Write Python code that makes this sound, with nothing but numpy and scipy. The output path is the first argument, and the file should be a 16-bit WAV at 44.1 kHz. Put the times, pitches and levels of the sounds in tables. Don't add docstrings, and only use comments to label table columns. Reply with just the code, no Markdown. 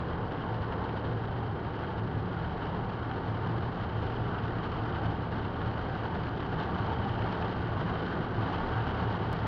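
import sys
import numpy as np
from scipy import signal
from scipy.fft import rfft, irfft
from scipy.io import wavfile
from scipy.ndimage import uniform_filter1d

SR = 44100
rng = np.random.default_rng(int(sys.argv[2]) if len(sys.argv) > 2 else 0)


def generate_wav(signal):
    frames = np.transpose(np.atleast_2d(signal))
    scaled = np.clip(frames, -1, 1) * 32767
    pcm = np.round(scaled).astype(np.int16)
    wavfile.write(sys.argv[1], SR, pcm)


N = 417627
T = np.arange(N) / SR

# time_s, relative_level_db
RAIN_STRENGTH = [(0.0, -43), (0.85, -42.0), (1.6, -44.5), (1.85, -42.3), (2.05, -44), (2.65, -41),
                 (2.9, -43), (3.45, -41.5), (3.65, -42), (4.68, -40.5), (4.8, -40.5), (4.95, -40.5),
                 (5.1, -40.2), (5.25, -42), (5.35, -41.5), (5.52, -41.5), (5.64, -41), (6.05, -39.5),
                 (6.3, -41.5), (6.55, -40), (7.42, -38.5), (7.6, -40), (8.1, -38.5), (8.3, -41.5),
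                 (8.5, -37.5), (8.8, -38.5), (9.46, -39.5)]
# frequency_hz, relative_level_db
ROOF_SPECTRUM = [(150, -19.5), (400, -5.5), (560, -4.5), (700, 3), (900, 1.5), (1040, -2.5), (1150, 4),
                 (1290, -2), (1460, 0.5), (1750, -8.5), (2050, -11), (2500, -20), (4000, -31),
                 (7000, -61.5)]
# frequency_hz, relative_level_db
GLASS_SPECTRUM = [(300, -14.5), (900, 5.5), (1600, 6), (2100, -4.5), (2480, -7.5), (2750, -0.9),
                  (2980, -1.5), (3180, -3), (3450, -8), (3600, -6), (3850, -7), (4400, -11.5), (4700, -13),
                  (5500, -23), (6500, -33.5), (7000, -35.5), (8000, -53.5)]
# frequency_hz, t60_s
CABIN_DECAY = [(200, 0.11), (1000, 0.058), (3000, 0.038), (7000, 0.025)]
# pitch_hz, relative_level_db, t60_s
WINDSCREEN_MODES = [(2900, -1, 0.019), (3002, -1, 0.03), (3130, 1, 0.026), (3230, -3, 0.026)]
# time_s, level_db
ROAR_LEVEL = [(0, -36), (1.0, -37), (1.4, -36.5), (3.6, -36.5), (4.7, -35.5), (5.4, -36), (7.3, -35),
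              (8.4, -34.5), (9.47, -35)]
# frequency_hz, relative_level_db
ROAR_SPECTRUM = [(15, -26), (26, -14), (34, -4), (47, -8), (68, -5), (78, 1.5), (88, -0.5), (110, -5.5),
                 (128, -1), (141, -5.5), (165, -5.5), (220, -6.5), (310, -7.5), (455, -8), (550, -14.5),
                 (1500, -23.5), (3000, -50.5), (7000, -79)]
# pitch_hz, width_hz, relative_level_db
TREAD_RESONANCES = [(775, 85, -1.5), (905, 72, -1)]
# pitch_hz, width_hz, relative_level_db
WINDOW_RESONANCES = [(483, 68, 2), (1055, 55, -4.5)]
# centre_s, relative_level_db
ROAD_BUMPS = [(0.22, -39), (0.53, -34), (1.13, -32.5), (1.37, -37), (1.49, -32), (2.01, -33), (2.18, -32),
              (3.29, -31.5), (3.45, -32.5), (3.56, -31.5), (3.66, -36), (3.97, -31), (4.22, -32.5),
              (4.45, -36), (4.86, -40), (5.07, -31.5), (5.44, -34), (5.68, -31.5), (6.0, -37),
              (6.23, -36.5), (6.82, -34), (7.11, -33), (7.23, -34), (7.44, -37), (7.67, -37), (8.4, -30),
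              (8.78, -29), (9.09, -33.5), (9.24, -34), (9.44, -38)]
# time_s, relative_level_db
FLOOR_DRONE = [(0, -43.5), (1.6, -49), (1.83, -52), (2.05, -41), (2.9, -41), (3.05, -51), (3.25, -45),
               (3.6, -45.5), (4.4, -46), (5.2, -46), (5.9, -45), (6.7, -43.5), (8.6, -43), (8.8, -54),
               (9.05, -45), (9.47, -40)]
# time_s, firing_rate_hz, level_db
ENGINE_HUM = [(0, 72.9, -54), (1, 73.64, -46.5), (2.3, 75.1, -49), (3.5, 74.36, -58), (5, 78.04, -44),
              (6.3, 77, -46.5), (8, 77.9, -48.5), (9.47, 78.4, -42.5)]
# start_s, relative_peak_db
LARGE_DROPS = [(0.3117, -40), (0.348, -38), (0.892, -31), (2.449, -36), (3.1134, -29), (4.585, -31),
               (5.326, -30), (5.6158, -29.5), (5.7783, -41), (6.27, -32), (6.4263, -30), (7.221, -30.5),
               (7.426, -28.5), (7.9554, -33)]
# centre_s, level_db, pitch_hz
STANDING_WATER = [(0.48, -47, 840), (0.8, -41.5, 900), (1.08, -43.5, 470), (1.46, -45, 835),
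                  (2.38, -50.5, 1249), (2.74, -44.5, 855), (3.47, -46.5, 1050), (4.35, -45.5, 1334),
                  (4.72, -49, 1200), (4.92, -50, 1400), (6.9, -48.5, 1310), (7.2, -45, 800),
                  (7.45, -45, 779), (7.84, -45, 997), (8.061, -49.5, 1500), (8.46, -40, 900),
                  (8.62, -48, 880), (8.77, -46, 1500)]
# start_s, peak_db
ROAD_SEAMS = [(2.52, -36.5), (6.73, -32), (7.27, -34.5), (7.83, -31.5), (8.55, -36), (9.0, -31.5),
              (9.11, -31)]
# start_s, peak_db
BLADE_FLIPS = [(3.445, -31.5), (5.045, -33), (6.515, -33), (8.175, -29)]
# time_s, pitch_hz, level_db
SWISH_GLIDE = [(6.78, 981, -62), (6.9, 905, -34.5), (6.99, 865, -48.5), (7.05, 800, -39), (7.15, 783, -57)]


def from_db(db):
    return 10 ** (np.asarray(db) / 20)


def unit(x):
    return x / np.sqrt(np.mean(x ** 2) + 1e-20)


def follow(curve, column=1):
    rows = np.array(curve)
    return np.interp(T, rows[:, 0], rows[:, column])


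def at_hz(points, hz):
    frequency_hz, value = np.transpose(points)
    return np.interp(np.log(hz + 1), np.log(frequency_hz), value)


def drift(rate_hz):
    hz = np.fft.rfftfreq(N, 1 / SR)
    return unit(irfft(rfft(rng.standard_normal(N)) * np.exp(-(hz / rate_hz) ** 2), N))


def band(centre_hz, width_hz):
    hz = np.fft.fftfreq(N, 1 / SR)
    rolloff = (1 + ((hz - centre_hz) / width_hz) ** 2) ** 2
    noise = np.fft.ifft(np.fft.fft(rng.standard_normal(N)) / rolloff)
    return noise / np.std(noise)


def resonances(table):
    return unit(sum(from_db(db) * band(hz, width_hz).real for hz, width_hz, db in table))


def impulse_response(spectrum, size=4096):
    log_gain = np.log(from_db(at_hz(spectrum, abs(np.fft.fftfreq(size, 1 / SR)))))
    transfer = np.exp(np.conj(signal.hilbert(log_gain)))
    click = np.fft.ifft(transfer).real[:size // 2]
    return click / np.linalg.norm(click)


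def reverberate(click, wet_db, size=4096):
    hz, t, noise = signal.stft(rng.standard_normal(size), SR, nperseg=128)
    decay = from_db(-60 * t / at_hz(CABIN_DECAY, hz)[:, None])
    tail = signal.istft(noise * decay, SR, nperseg=128)[1]
    tail *= from_db(wet_db) / np.linalg.norm(tail)
    tail[0] += 1
    return signal.fftconvolve(click, tail)


def shower(spectrum, drops_per_s, spread_db, clump_gain, spots=40):
    sizes = from_db(spread_db * np.minimum(rng.exponential(1, N), 4))
    hits = sizes * clump_gain * rng.choice([-1, 1], N) * (rng.random(N) < drops_per_s / SR)
    spot = rng.integers(0, spots, N)
    click = impulse_response(spectrum)
    taps = [reverberate(click, wet_db=-1) for _ in range(spots)]
    return unit(sum(signal.oaconvolve(hits * (spot == k), tap)[:N] for k, tap in enumerate(taps)))


def roof(rain_db, clumps, gain_db=-1.63):
    drops = shower(ROOF_SPECTRUM, drops_per_s=3800, spread_db=3.0, clump_gain=from_db(0.45 * clumps))
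    return from_db(rain_db + gain_db) * drops


def windscreen(rain_db, clumps, growth_db_per_db=1.18):
    drops = shower(GLASS_SPECTRUM, drops_per_s=2700, spread_db=3.45, clump_gain=from_db(1.35 * clumps))
    spray = unit(signal.oaconvolve(rng.standard_normal(N), impulse_response(GLASS_SPECTRUM))[:N])
    pane = from_db(-47.5) * drops + from_db(-61) * spray + from_db(-60 + 0.6 * clumps) * glass_ring()
    return from_db(growth_db_per_db * (rain_db - rain_db.mean())) * pane


def glass_ring(drops_per_s=600, spread_db=4.0, rise_s=0.00035):
    sizes = from_db(spread_db * np.minimum(rng.exponential(1, N), 3))
    hits = sizes * (rng.random(N) < drops_per_s / SR)
    mode = rng.integers(0, len(WINDSCREEN_MODES), N)
    t = np.arange(SR // 20) / SR
    attack = 1 - np.exp(-t / rise_s)
    rings = [from_db(db - 60 * t / t60_s) * attack * np.sin(2 * np.pi * hz * t)
             for hz, db, t60_s in WINDSCREEN_MODES]
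    return unit(sum(signal.oaconvolve(hits * (mode == k), ring)[:N] for k, ring in enumerate(rings)))


def tyres(tread_db=-46.5, growth_db_per_s=0.04, uneven_db=1.9):
    body_filter = from_db(at_hz(ROAR_SPECTRUM, np.fft.rfftfreq(N, 1 / SR)))
    roar = unit(irfft(rfft(rng.standard_normal(N)) * body_filter, N))
    tread = resonances(TREAD_RESONANCES)
    tread_gain = from_db(tread_db + growth_db_per_s * T + uneven_db * drift(2.4))
    return from_db(follow(ROAR_LEVEL)) * roar + tread_gain * tread


def side_window(level_db=-45, turn_at_s=1.17, fade_s=0.31):
    facing = (1 - np.tanh((T - turn_at_s) / fade_s)) / 2
    return from_db(level_db) * facing * resonances(WINDOW_RESONANCES)


def throb(centre_hz, width_hz):
    noise = band(centre_hz, width_hz)
    return unit(noise.real / np.sqrt(abs(noise) ** 2 + 0.072))


def cabin_boom(air_db=-42.0, bump_gain_db=-0.9, floor_gain_db=-0.2):
    rolling = from_db(air_db + 2.5 * drift(13.0))
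    bumps = from_db(bump_gain_db) * swells(ROAD_BUMPS, half_width_s=0.047)
    air = np.hypot(rolling, bumps) * throb(centre_hz=110.0, width_hz=9.7)
    floor_gain = from_db(follow(FLOOR_DRONE) + floor_gain_db + 1.3 * drift(17))
    return air + floor_gain * throb(centre_hz=171.2, width_hz=32)


def swells(events, half_width_s):
    return sum(from_db(db) * np.exp(-((T - centre_s) / half_width_s) ** 2) for centre_s, db in events)


def engine(waver_hz=0.53, octave_db=-5):
    firing_hz = follow(ENGINE_HUM) + waver_hz * drift(3.7)
    phase = 2 * np.pi * np.cumsum(firing_hz) / SR
    octave = from_db(octave_db + 2.6 * drift(7.3)) * np.sin(2 * phase)
    level_db = follow(ENGINE_HUM, column=2) + 0.91 * drift(4)
    return from_db(level_db) * unit(np.sin(phase) + octave)


def large_drops(gain_db=-0.5, cutoff_hz=3600):
    softening = signal.butter(3, cutoff_hz, fs=SR, output="sos")
    click = signal.sosfilt(softening, impulse_response(GLASS_SPECTRUM))
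    out = np.zeros(N)
    for start_s, peak_db in LARGE_DROPS:
        tap = reverberate(click, wet_db=1)
        part = out[round(start_s * SR):][:len(tap)]
        part += from_db(peak_db + gain_db) * tap[:len(part)] / abs(tap).max()
    return out


def puddles(width_hz=270):
    return sum(swells([(centre_s, db)], half_width_s=0.11) * unit(band(hz, width_hz).real)
               for centre_s, db, hz in STANDING_WATER)


def thuds(events, ring_hz, rise_s, t60_s):
    out, t = np.zeros(N), np.arange(SR // 2) / SR
    attack = 1 - np.exp(-(t / rise_s) ** 2)
    ring = attack * from_db(-60 * t / t60_s) * np.sin(2 * np.pi * ring_hz * t)
    for start_s, peak_db in events:
        part = out[round(start_s * SR):][:len(t)]
        part += from_db(peak_db) * ring[:len(part)] / abs(ring).max()
    return out


def seam_knocks():
    return thuds(ROAD_SEAMS, ring_hz=178.3, rise_s=0.022, t60_s=0.19)


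def wipers():
    return thuds(BLADE_FLIPS, ring_hz=162.0, rise_s=0.018, t60_s=0.3)


def tyre_swish(width_hz=70):
    carrier = np.exp(2j * np.pi * np.cumsum(follow(SWISH_GLIDE)) / SR)
    in_water = (T > SWISH_GLIDE[0][0]) & (T < SWISH_GLIDE[-1][0])
    singing = unit((band(0, width_hz) * carrier).real)
    return in_water * from_db(follow(SWISH_GLIDE, column=2)) * singing


def tick(start_s=9.3299, step_db=-32, fall_s=0.00051):
    since_s = T - start_s
    return from_db(step_db) * (since_s >= 0) * np.exp(-abs(since_s) / fall_s)


def scene(gust_db=0.65, gust_hz=24, clump_hz=53):
    clumps = drift(clump_hz)
    clumps = unit(clumps - uniform_filter1d(clumps, size=SR // 8))
    rain_db = follow(RAIN_STRENGTH) + gust_db * drift(gust_hz)
    rain = roof(rain_db, clumps) + windscreen(rain_db, clumps) + large_drops()
    road = tyres() + puddles() + tyre_swish()
    car = side_window() + cabin_boom() + seam_knocks() + wipers() + engine()
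    return (rain + road + car)[None]


def record(dry, microphone_hz=7400, cutoff_hz=16000):
    microphone = signal.firwin(511, microphone_hz, window=("kaiser", 9), fs=SR)
    low_pass = signal.firwin(511, cutoff_hz, window=("kaiser", 9), fs=SR)
    heard = signal.oaconvolve(dry, microphone[None], "same") + tick()
    return signal.oaconvolve(heard, low_pass[None], "same")


dry = scene()
out = record(dry)
generate_wav(out)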